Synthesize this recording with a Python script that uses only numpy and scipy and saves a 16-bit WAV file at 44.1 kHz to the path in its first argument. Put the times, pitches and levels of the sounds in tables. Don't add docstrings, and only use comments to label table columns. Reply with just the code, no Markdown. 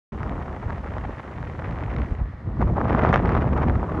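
import sys
import numpy as np
from scipy import signal
from scipy.fft import rfft, irfft, next_fast_len
from scipy.io import wavfile
from scipy.ndimage import uniform_filter1d

SR = 44100
rng = np.random.default_rng(int(sys.argv[2]) if len(sys.argv) > 2 else 0)


def unload_audio(sound):
    columns = np.transpose(np.atleast_2d(sound))
    steps = np.round(np.clip(columns, -1, 1) * 32767)
    wavfile.write(sys.argv[1], SR, steps.astype(np.int16))


N = 176400
T = np.arange(N) / SR


def amp(db):
    return 10 ** (np.asarray(db) / 20)


def unit(x):
    return x / np.sqrt(np.mean(x ** 2))


def curve(rows):
    return np.interp(T, *np.array(rows).T)


def colour(x, points):
    size = next_fast_len(2 * N)
    hz, db = np.array(points, float).T
    f = np.maximum(np.arange(size // 2 + 1) * SR / size, 1)
    gain = amp(np.interp(np.log(f), np.log(hz), db))
    cepstrum = irfft(np.log(gain), size)
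    cepstrum[1:size // 2] *= 2
    cepstrum[size // 2 + 1:] = 0
    return irfft(rfft(x, size) * np.exp(rfft(cepstrum)), size)[:N]


def noise(points):
    return unit(colour(rng.standard_normal(N), points))


def walk(hz):
    f = np.arange(N // 2 + 1) * SR / N
    return unit(irfft(rfft(rng.standard_normal(N)) * np.exp(-(f / hz) ** 2), N))


def steady(x, seconds):
    power = uniform_filter1d(x ** 2, max(int(seconds * SR), 2))
    return x / np.sqrt(power + 1e-9)


def stereo(mid, side):
    return np.array([mid + side, mid - side])


# t/s, level/dB
BUFFET_LEVEL = [(0.13, -29.5), (0.52, -32), (0.59, -38), (0.66, -29), (0.85, -33), (1.05, -28.5),
                (1.25, -42.5), (1.41, -32), (1.62, -35), (1.65, -29.5), (1.94, -28), (2.05, -20.5),
                (2.08, -46), (2.12, -20.5), (2.17, -33), (2.21, -23), (2.39, -40), (2.49, -27.5),
                (2.58, -27.5), (2.66, -18), (2.83, -28), (2.87, -23), (3.64, -23), (3.72, -17.5),
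                (3.85, -29), (4.0, -30)]
THUD_LEVEL = [(0.13, -35), (0.5, -34.5), (1.11, -40.5), (1.13, -41.5), (1.81, -35.5), (1.89, -48),
              (1.95, -30.5), (2.11, -35.5), (2.16, -58), (2.19, -33.5), (2.39, -63), (2.47, -38),
              (2.58, -39.5), (2.6, -25), (3.15, -22.5), (3.64, -26), (3.67, -19), (3.74, -29.5), (4.0, -27)]
# f/Hz, level/dB
BUFFET_SPECTRUM = [(15, -37), (25, -18.5), (40, -3.5), (60, 5), (80, 2.5), (120, -3.5), (170, -11),
                   (260, -15), (450, -32.5), (2500, -90.5)]
THUD_SPECTRUM = [(50, -24.5), (110, -3.5), (170, 0), (250, -5), (340, -8.5), (460, -14.5), (900, -24.5),
                 (2500, -79.5)]
def rumble():
    deep = steady(noise(BUFFET_SPECTRUM), seconds=.045) * amp(curve(BUFFET_LEVEL))
    thud = steady(noise(THUD_SPECTRUM), seconds=.071)
    thud *= amp(curve(THUD_LEVEL) - 2 + 2 * walk(hz=110))
    sway = amp(1.5 * walk(hz=21.8))
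    return (deep + thud) * sway


# t/s, level/dB
FLOW_LEVEL = [(.13, -37.5), (.19, -40), (.22, -32.5), (.66, -38), (.7, -30), (.75, -39.5), (1, -33.5),
              (1.16, -39), (1.48, -40), (1.65, -36.5), (2.03, -35), (2.08, -48), (2.11, -38.5),
              (2.16, -41.5), (2.2, -37), (2.26, -48), (2.4, -49.5), (2.5, -42), (2.58, -42.5), (2.62, -23),
              (2.655, -45.5), (2.68, -23.5), (2.73, -44.5), (2.77, -25), (2.87, -29), (3.04, -21),
              (3.15, -20), (3.19, -28), (3.36, -24.5), (3.51, -32), (3.57, -23), (3.65, -26.5), (3.76, -32),
              (4, -30.5)]
# f/Hz, level/dB
FLUTTER_SPECTRUM = [(60, -20.5), (200, -10), (400, 2.5), (750, 3), (1200, -1), (1550, -9), (1900, -16.5),
                    (2500, -25), (3200, -36), (4000, -43), (6000, -52), (9000, -71.5), (15000, -83)]
# f/Hz, level/dB
WIDTH_SPECTRUM = [(100, -68.5), (600, -43.5), (900, -13), (1150, 8.5), (1650, 10), (2200, -5.5), (3000, 12),
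                  (4500, 3.5), (15000, -7)]
def flutter(surge):
    bright_hz, bright_db_per_db, usual_flow_db = 1510, .05, -31
    flow_db = curve(FLOW_LEVEL)
    bursts = amp(3.5 * walk(hz=326)) * surge
    eddies = colour(rng.standard_normal(N) * bursts, FLUTTER_SPECTRUM)
    air = amp(-2.5) * steady(eddies, seconds=.093)
    low = signal.sosfiltfilt(signal.butter(2, bright_hz, fs=SR, output="sos"), air)
    brightness = amp(bright_db_per_db * (flow_db - usual_flow_db))
    mid = low + (air - low) * brightness
    side = colour(noise(FLUTTER_SPECTRUM) * unit(bursts), WIDTH_SPECTRUM) * amp(-22.5)
    return stereo(mid, side) * amp(flow_db)


def vortex(at, db, width_ms):
    u = (T - at) / (width_ms / 1000)
    return amp(db) * (2 * u ** 2 - 1) * np.exp(-u ** 2)


# t/s, level/dB (unfiltered peak), width/ms
TIGHT_VORTICES = [(0.2316, -20, 0.23), (0.2953, -25, 0.19), (.4818, -22.5, 0.37), (.7, -23.5, 0.3),
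                  (0.7056, -21, 0.26), (.8728, -25, 0.26), (.983, -22.5, 0.22), (1.1968, -26, 0.21),
                  (1.4287, -24, 0.25), (1.592, -23.5, 0.29), (1.6224, -24.5, 0.27), (1.7108, -28, 0.16),
                  (1.8272, -23, 0.4), (1.9646, -23, 0.15), (2.0186, -25, 0.17), (2.616, -18, 0.26),
                  (2.7819, -14, 0.49), (2.8142, -12, 0.33), (2.8553, -15, 0.43), (2.898, -16.5, 0.38),
                  (2.907, -12, 0.4), (2.93, -26, 0.18), (2.9492, -8, 0.36), (2.9951, -12.5, .33),
                  (3.0337, -12, 0.45), (3.0497, -6, 0.36), (3.0918, -16.5, 0.22), (3.129, -6.5, 0.28),
                  (3.1325, -12.5, 0.25), (3.1417, -10, .17), (3.1592, -4.5, 0.29), (3.179, -21, 0.35),
                  (3.2574, -18.5, 0.2), (3.2925, -16, 0.21), (3.3226, -21, 0.18), (3.3513, -11, 0.32),
                  (3.3667, -10, 0.43), (3.4436, -14.5, 0.49), (3.578, -18.5, 0.26), (3.6977, -17, 0.23),
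                  (3.756, -27, 0.18), (3.8303, -16, 0.41)]
WIDE_VORTICES = [(0.667, -14, 4.8), (1.096, -19, 1.18), (2.114, -19.5, 7.9), (2.221, -16, 6.4),
                 (2.598, -13, 1.74), (2.662, -12.5, 4.6), (3.1, -8.5, 2.25), (3.667, -14.5, 3.6)]
# f/Hz, level/dB
PORT_RESPONSE = [(40, -20.5), (400, 3.5), (2000, 2), (2600, -5.5), (4000, -3), (7000, -12), (10000, -31.5),
                 (15000, -33.5)]
TEAR_SPECTRUM = [(500, -16.5), (1800, 6), (3500, 5), (5000, -6), (7500, -18.5), (9000, -31.5), (15000, -50)]
def pops():
    tear_db, tear_ms, fall_db_per_ms = -3, .54, 77
    tight = colour(sum(vortex(*row) for row in TIGHT_VORTICES), PORT_RESPONSE)
    wide = sum(vortex(*row) for row in WIDE_VORTICES)
    tear = np.zeros(N)
    for at, db, width_ms in TIGHT_VORTICES:
        peak = amp(db + tear_db - fall_db_per_ms * width_ms)
        tear += peak * np.exp(-np.abs(T - at) * 1000 / tear_ms)
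    return tight + tear * noise(TEAR_SPECTRUM) + wide


# t/s, level/dB
SPIT_LEVEL = [(.13, -53), (.25, -52), (.38, -52), (.82, -50.5), (1, -48), (1.15, -50), (1.48, -50.5),
              (1.6, -47), (1.97, -45.5), (2.15, -53), (2.3, -61), (2.58, -63), (2.62, -48), (2.72, -65),
              (2.85, -44.5), (3.04, -34.5), (3.11, -39.5), (3.14, -30), (3.19, -45), (3.35, -39),
              (3.51, -51), (3.6, -42), (3.8, -54), (4, -50)]
# f/Hz, level/dB
SPIT_SPECTRUM = [(200, -24), (900, -2), (1900, 7.5), (2600, -3.5), (3300, -11.5), (4200, -21.5),
                 (6000, -30), (9000, -52.5), (15000, -61.5)]
def crackle(surge):
    spits_per_s, spread_db = 330, 5
    sizes = amp(spread_db * np.clip(rng.standard_normal(N), -2, 2))
    signs = rng.choice([-1, 1], N)
    strikes = rng.random(N) < spits_per_s / SR
    spits = colour(strikes * sizes * signs * surge, SPIT_SPECTRUM)
    mid = steady(spits, seconds=.21)
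    side = colour(noise(SPIT_SPECTRUM) * unit(surge), WIDTH_SPECTRUM) * amp(-18.5)
    return stereo(mid, side) * amp(curve(SPIT_LEVEL))


# f/Hz, level/dB
WASH_SPECTRUM = [(60, -9.5), (300, -4), (700, -13.5), (1200, -3), (1600, -8.5), (1900, -4.5), (2500, -23.5),
                 (4200, -28), (7000, -41.5), (15000, -60.5)]
def sea():
    mid = noise(WASH_SPECTRUM)
    side = amp(-14.5) * colour(noise(WASH_SPECTRUM), WIDTH_SPECTRUM)
    return stereo(mid, side) * amp(-52 + 1.3 * walk(hz=9))


# t/s, level/dB
HISS_BED_LEVEL = [(.12, -62), (2.12, -62.5), (2.3, -76), (2.58, -71), (2.62, -64), (4, -62)]
# f/Hz, level/dB
HISS_SPECTRUM = [(1000, 6.5), (3000, 6.5), (4500, -5.5), (6000, -3.5), (7800, -8), (8600, -22), (9600, -9),
                 (11500, -25.5), (15000, -29)]
def hiss():
    width = [(300, -29), (2000, -3), (4500, -15), (6500, -7), (15000, 13)]  # f/Hz, level/dB
    side = amp(-3.5) * colour(noise(HISS_SPECTRUM), width)
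    return stereo(noise(HISS_SPECTRUM), side) * amp(curve(HISS_BED_LEVEL))


def scene():
    surge = amp(2.33 * walk(hz=55))
    return rumble() + flutter(surge) + crackle(surge) + pops() + sea() + hiss()


def record(dry):
    open_s, low_hz, top_hz = .1205, 30, 15200
    opened = dry * np.clip((T - open_s) / .002, 0, 1)
    thinned = signal.sosfilt(signal.butter(2, low_hz, "highpass", fs=SR, output="sos"), opened)
    return signal.sosfilt(signal.ellip(8, .2, 70, top_hz, fs=SR, output="sos"), thinned)


dry = scene()
out = record(dry)
unload_audio(out)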